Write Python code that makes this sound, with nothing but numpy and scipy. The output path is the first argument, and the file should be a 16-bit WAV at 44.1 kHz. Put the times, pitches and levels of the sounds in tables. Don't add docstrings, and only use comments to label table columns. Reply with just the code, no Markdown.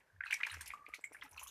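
import sys
import numpy as np
from scipy import signal
from scipy.fft import rfft, irfft
from scipy.io import wavfile
from scipy.ndimage import uniform_filter1d, map_coordinates

SR = 44100
rng = np.random.default_rng(int(sys.argv[2]) if len(sys.argv) > 2 else 0)


def boost_factor(decibels):
    exponent = np.asarray(decibels, float) / 20
    return 10 ** exponent


def store_pcm(level_fs):
    pcm = np.round(np.clip(level_fs, -1, 1) * 32767).astype(np.int16)
    wavfile.write(sys.argv[1], SR, np.atleast_2d(pcm).T)


N = 66150


def band(x, hz, width):
    centre = min(hz, 0.45 * SR)
    return signal.lfilter(*signal.iirpeak(centre, centre / width, SR), x)


def butter(x, order, hz, kind):
    return signal.sosfilt(signal.butter(order, hz, kind, fs=SR, output="sos"), x)


def unit(x):
    return x / np.sqrt(np.mean(x ** 2) + 1e-30)


def add(out, start_s, x):
    i = max(int(start_s * SR), 0)
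    out[i:i + len(x)] += x[:N - i]


def walk(rate):
    knots = rng.standard_normal(1000)
    return 0.947 * map_coordinates(knots, [np.arange(N) / SR * rate], order=2)


def curve(table):
    times, levels = np.transpose(table)
    return np.interp(np.arange(N) / SR, times, levels)


def bubble_cloud(voices, length, rate, hz, spread, q):
    chance = rng.random((voices, length))
    kicks = (chance < rate / SR / voices) * np.cos(chance * 1e7)
    pitches = hz * (1 + spread * np.linspace(-1, 1, voices))
    total = np.zeros(length)
    for kick, pitch in zip(kicks, pitches):
        total += band(band(kick, pitch, pitch / q), pitch, 2 * pitch / q)
    return unit(total)


# start_s, level_db, pitch_hz, trail_db, trail_t60_s
POCKETS = [(0.101, -60.5, 1592, -33, 0.071), (0.163, -59.5, 1689, -27, 0.081),
           (0.207, -32.5, 1654, -19.5, 0.099), (0.236, -36, 1827, -7.5, 0.113),
           (0.261, -41.5, 1456, -9.5, 0.164), (0.268, -40, 2542, -14, 0.137),
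           (0.308, -24, 2454, -14.5, 0.137), (0.327, -20.5, 2197, -20, 0.164),
           (0.404, -32, 1920, -7.5, 0.069), (0.433, -19, 2399, -18.5, 0.113), (0.468, -45, 1650, -35, 0.09),
           (0.498, -40.5, 2857, -16, 0.196), (0.513, -44, 1915, -18.5, 0.1), (0.538, -34, 1530, -18, 0.074),
           (0.545, -28.5, 1953, -21, 0.086), (0.609, -37, 1680, -18, 0.074),
           (0.667, -50, 2490, -3.5, 0.166), (0.704, -34.5, 2252, -11.5, 0.0806),
           (0.737, -34.5, 1145, -24, 0.058), (0.864, -38.5, 2357, -24, 0.164),
           (0.938, -30.5, 2247, -16.5, 0.0614), (1.041, -29, 2085, -27, 0.08),
           (1.124, -53.5, 2124, -11, 0.26), (1.146, -39.5, 1620, -8, 0.0655),
                (1.167, -45.5, 2174, -21, 0.043), (1.213, -47, 3309, -12.5, 0.201),
                (1.222, -42, 1970, -21.5, 0.04), (1.262, -51, 1275, -10, 0.078),
                (1.328, -57, 864.6, -3, 0.0804), (1.363, -50, 1143, -2.5, 0.098),
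                (1.379, -37, 2680, -18, 0.296), (1.395, -51.5, 2370, -24, 0.051),
                (1.414, -47, 992.6, -1, 0.0535), (1.427, -45, 1057, -8, 0.068),
                (1.463, -49.5, 1062, -12.5, 0.158), (1.472, -50, 3314, -6, 0.216)]


def plops():
    rise_s, fall_s, glide = 0.000822, 0.0048, 0.06
    out, t = np.zeros(N), np.arange(6000) / SR
    onset = 1 - np.exp(-t / rise_s)
    for start_s, level_db, hz, trail_db, t60_s in POCKETS:
        swell = (t / rise_s) ** 2 * np.exp(-t / rise_s) / 0.733
        tail = 0.693 * np.exp(-t * (hz / 2200) / fall_s) * onset ** 2
        bend = 1 + glide * np.tanh((t - 0.003) / 0.011)
        pocket = (swell + tail) * np.sin(2 * np.pi * hz * t * bend)
        lone = all(abs(row[0] - start_s - 0.002) > 0.004 for row in BUBBLES)

        splat = unit(butter(rng.standard_normal(len(t)), 4, [hz / 2, hz * 1.573], "band"))
        splat = splat * np.exp(-t / 0.00511) * onset
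        splat_db = -9.5 + trail_db / 2

        trail = bubble_cloud(3, len(t), 450, hz, 0.1205, 9.4)
        trail = trail * 1000 ** (-t / t60_s) * (1 - np.exp(-t / 0.00163))
        plop = 0.645 * lone * pocket + boost_factor(splat_db) * splat + boost_factor(trail_db) * trail
        add(out, start_s - 0.001, boost_factor(level_db) * plop)
    return out


# start_s, level_db, pitch_hz, width_s
BUBBLES = [(.2073, -38, 1880, 0.00059), (.2095, -37.5, 2248, 0.00077), (.2095, -32, 1569, 0.00171),
           (.2245, -45, 1563, 0.00146), (.2387, -37, 1839, 0.00178), (.2623, -38.5, 1479, 0.00116),
           (.2685, -44, 2592, 0.00161), (.281, -45.5, 2542, 0.00253), (.307, -38.5, 1573, 0.00165),
           (.3095, -30.5, 2596, 0.00075), (.3146, -36.5, 2974, 0.00065), (.3269, -30, 1757, 0.00091),
           (.3298, -30, 2082, 0.00128), (.3303, -28, 2352, 0.00313), (.3356, -39, 2104, 0.00113),
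           (.3474, -41, 2252, 0.0031), (.4063, -41, 1679, 0.0028), (.4109, -41.5, 2000, 0.00379),
           (.4336, -33, 1684, 0.000804), (.4345, -32, 2800, 0.00105), (.4354, -25, 2403, 0.00155),
           (.4363, -31, 2117, 0.0011), (.4397, -37.5, 2362, .0012), (.4517, -36.5, 2322, 0.00276),
           (.4693, -34.5, 1672, 0.00068), (.5321, -45, 1618, 0.00156), (.5399, -41, 1540, 0.00045),
           (.5457, -40.5, 1682, 0.00087), (.6104, -39, 1657, 0.00118), (.7055, -34, 2233, 0.000817),
           (.8657, -39, 2304, 0.00069), (.9391, -32.5, 2200, 0.00094), (.9446, -48.5, 1960, 0.0026),
           (1.0424, -32, 2159, 0.00127), (1.0462, -43.5, 2185, 0.00097), (1.056, -48, 2149, 0.00175),
           (1.0755, -52.5, 2199, 0.00292), (1.1476, -47, 1682, 0.00124), (1.1543, -50.5, 1761, 0.00088),
           (1.2241, -40, 2040, 0.000665), (1.2245, -53, 1052, 0.0021), (1.2575, -57, 848.3, .006),
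           (1.376, -46.5, 1081, 0.00098), (1.38, -41, 2640, 0.0013), (1.3941, -45.5, 2484, 0.00097)]
# start_s, level_db, pitch_hz
GURGLE = [(.751, -51, 1160), (.778, -55.5, 1175), (.797, -55.5, 1200), (.812, -55, 1150), (.825, -55, 1150),
          (.849, -53.5, 1200), (.868, -59, 1200), (.885, -58.5, 1225), (.906, -55, 1225), (.93, -58, 1240),
          (.956, -61, 1250)]


def single_bubbles():
    glide, gurgle_width_s = 0.0186, 0.00428
    out = np.zeros(N)
    for middle_s, level_db, hz, width in BUBBLES + [(*pulse, gurgle_width_s) for pulse in GURGLE]:
        t = np.arange(-3 * width, 3 * width, 1 / SR)
        swell = np.exp(-(t / width) ** 2 / 2)
        bend = 1 + glide * t / width * (width < 0.004) / 2
        tone = np.sin(2 * np.pi * hz * t * bend + hz)
        add(out, middle_s + t[0], boost_factor(level_db) * swell * tone)
    return out


# start_s, level_db
SLAPS = [
    (0.305, -40.5),
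    (0.404, -42),
    (0.467, -36.5),
    (0.607, -49),
    (1.221, -41),
]


def slaps():
    out, t = np.zeros(N), np.arange(3000) / SR
    env = np.exp(-t / 0.01104) * (1 - np.exp(-t / 0.0017))
    for start_s, level_db in SLAPS:
        burst = bubble_cloud(4, len(t), 2200, 1542.5, 0.319, 2.845)
        add(out, start_s - 0.001, boost_factor(level_db - 2.5) * burst * env)
    return out


# start_s, level_db, droplet_pitch_hz, hiss_db (against the droplets), t60_s
SPRAYS = [(0.2452, -59.5, 9080, -17.5, 0.074), (0.2559, -52.5, 4182, -7, 0.377),
          (0.3089, -45.5, 4260, 4, 0.073), (0.3274, -35, 8065, -1, 0.0437), (0.341, -40, 5367, 9.5, 0.0337),
          (0.4323, -47.5, 3955, -5.5, 0.069), (0.4663, -47, 3805, 5, 0.055), (0.4999, -44, 3924, -10, 0.13),
          (0.517, -42.5, 9610, -10, 0.06), (0.54, -42, 5625, 6, 0.0255), (0.6104, -37.5, 8910, 1.5, 0.0516),
          (0.6603, -42, 5240, 2.5, 0.0362), (0.6764, -41.5, 10790, -0.5, 0.0596),
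          (0.7349, -62, 7000, 9.5, 0.0524), (0.8877, -57.5, 11110, 1.5, 0.0414),
          (0.943, -49.5, 4103, 5.5, 0.1045), (1.01, -57, 8070, -10.5, 0.0565),
          (1.041, -40.5, 7742, -11, 0.072), (1.1301, -55, 9450, -1.5, 0.188),
          (1.2335, -60.5, 5670, 5.5, 0.146), (1.3123, -47.5, 10080, -2.5, 0.0474),
          (1.395, -47, 6372, -2, 0.176), (1.433, -36.5, 10550, -2.5, 0.0352),
          (1.4716, -45, 6410, -1.5, 0.131)]
# start_s, level_db, droplet_pitch_hz
DROPS = [(0.861, -58, 4450), (1.291, -55.5, 10070), (1.3311, -51.5, 6080), (1.3756, -45, 4025),
         (1.4914, -54.5, 11200), (1.124, -55, 5590), (1.365, -53, 5790), (1.428, -47, 11150)]


def sprays():
    rise_s, slow_t60_s, crackle_db = 0.001547, 0.246, 3.5
    out, t = np.zeros(N), np.arange(6000) / SR
    for start_s, level_db, hz, hiss_db, t60_s in SPRAYS + [(*drop, -7, 0.04) for drop in DROPS]:
        centre_hz = 10483 if start_s > 1 else 2500 + 0.4496 * hz
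        specks = bubble_cloud(7, len(t), 1200, centre_hz, 0.4975, 22)
        smooth_hiss = unit(band(rng.standard_normal(len(t)), centre_hz, 8160))
        flutter = unit(uniform_filter1d(rng.standard_normal(len(t)), size=60))
        hiss = unit(smooth_hiss + 0.68 * specks) * boost_factor(crackle_db * flutter)

        droplets = bubble_cloud(3, len(t), 1500, hz, 0.0446, 14.55)
        fade = 1000 ** (-t / t60_s) + 0.14 * 1000 ** (-t / slow_t60_s)
        env = (1 - np.exp(-t / rise_s)) * fade
        add(out, start_s - 0.002, boost_factor(level_db - 9) * env * (boost_factor(hiss_db) * hiss + droplets))
    return out


# time_s, level_db
STIR = [(0, -63), (.04, -87.5), (.18, -100), (.25, -65.5), (.33, -65), (.40, -62), (.5, -54), (.6, -61),
        (.7, -62.5), (.8, -69), (1.1, -74.5), (1.205, -66), (1.24, -59), (1.3, -74), (1.4, -62), (1.5, -76)]


def stir():
    bubbling = bubble_cloud(5, N, 500, 1712.5, 0.4406, 5.53)
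    fizz = bubble_cloud(5, N, 3000, 8000, 0.46, 1.3)
    water = butter(bubbling + boost_factor(-14) * fizz, 2, 800, "high")
    return boost_factor(curve(STIR) + 2 * walk(25.116)) * water


# start_s, level_db
PECKS = [
    (0.566, -58),
    (0.883, -54),
    (0.985, -55.5),
    (1.112, -53.5),
]


def pecks():
    gap_s, nudge_hz, tick_hz = 0.007066, 377, 745
    out, t = np.zeros(N), np.arange(900) / SR
    nudge = np.sin(2 * np.pi * nudge_hz * t) * np.exp(-t / 0.00137)
    tick = np.sin(2 * np.pi * tick_hz * t) * np.exp(-t / 0.000262)
    for start_s, level_db in PECKS:
        add(out, start_s, boost_factor(level_db + 6) * nudge)
        add(out, start_s + gap_s, boost_factor(level_db + 19) * tick)
    return butter(out, 2, [280, 1800], "band")


# start_s, level_db, length_s, pitch_hz
THUMPS = [
    (0.125, -62.5, 0.1554, 105.5),
    (0.269, -73.5, 0.106, 76.1),
    (0.512, -54.5, 0.207, 93.75),
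    (0.67, -63.5, 0.0964, 74.2),
    (0.886, -71, 0.105, 69.8),
    (1.194, -72, 0.11, 69),
    (1.309, -63.5, 0.13, 93.8),
    (1.406, -68.5, 0.143, 73.8),
    (1.236, -62, 0.055, 293.3),
]


def thumps():
    out = np.zeros(N)
    for start_s, level_db, length_s, hz in THUMPS:
        u = np.linspace(0, 1, int(length_s * SR))
        sag = 0.43 * min(100 / hz, 1)
        swell = np.sin(np.pi * u ** 0.514) ** 2
        tone = np.sin(2 * np.pi * hz * length_s * (u - sag * u ** 2 / 2))
        add(out, start_s, boost_factor(level_db) * swell * tone)
    rumble = unit(band(band(rng.standard_normal(N), 75, 70), 75, 110))
    rustle = boost_factor(-23.5) * unit(band(rng.standard_normal(N), 290, 260))
    shake = uniform_filter1d(np.abs(out), size=3000)
    return out * boost_factor(2.12 * walk(45.24)) + shake * (0.422 * rumble + rustle)


# pitch_hz, level_db (per Hz)
AIR = [(15, -39), (25, -3), (305, -13.5), (534, -9), (818, -10), (1320, -17.5), (1590, -5.5), (2500, -23.5),
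       (14500, -33)]
# time_s, level_db
SHUFFLE = [(0, 1), (.1, -4.5), (.3, -7.5), (.42, 4.5), (.65, 0), (.77, 5), (.95, -3), (1.2, 5), (1.5, -1.5)]


def pen():
    hz = np.fft.rfftfreq(N, 1 / SR)
    air_hz, air_db = np.transpose(AIR)
    shape = boost_factor(np.interp(np.log(hz + 1), np.log(air_hz), air_db)) * (hz > 32)
    spectrum = rfft(rng.standard_normal(N)) * shape
    shuffle = irfft(spectrum * (hz < 900), N) * (boost_factor(curve(SHUFFLE)) - 1)
    air = irfft(spectrum, N) + shuffle
    loudness = np.std(irfft(spectrum * (hz > 150), N))
    return air / loudness * boost_factor(-76 + 0.98 * walk(9.71))


def pen_ring(wet):
    t60_s, level_db, centre_hz = 0.141, -18, 2240
    t = np.arange(13230) / SR
    flutter = boost_factor(3 * unit(uniform_filter1d(rng.standard_normal(len(t)), size=200)))
    ring = band(rng.standard_normal(len(t)), centre_hz, 4100) * 1000 ** (-t / t60_s)
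    ring = ring * (t > 0.003) * flutter
    return boost_factor(level_db) * signal.fftconvolve(wet, ring / np.linalg.norm(ring))[:N]


def scene():
    wet = plops() + single_bubbles() + slaps() + sprays() + stir()
    mid = wet + pen_ring(wet) + pecks() + thumps() + pen()
    side = band(mid * walk(550), 14000, 12000)
    side = boost_factor(-4) * butter(side, 4, 7000, "high")
    return np.array([mid + side, mid - side])


def low_pass(x):
    return signal.sosfilt(signal.butter(12, 15140, fs=SR, output="sos"), x)


def record(dry):
    top_cut = signal.ellip(10, 0.2, 70, 14350, fs=SR, output="sos")
    mix = signal.sosfilt(top_cut, dry)
    return low_pass(mix)


dry = scene()
out = record(dry)
store_pcm(out)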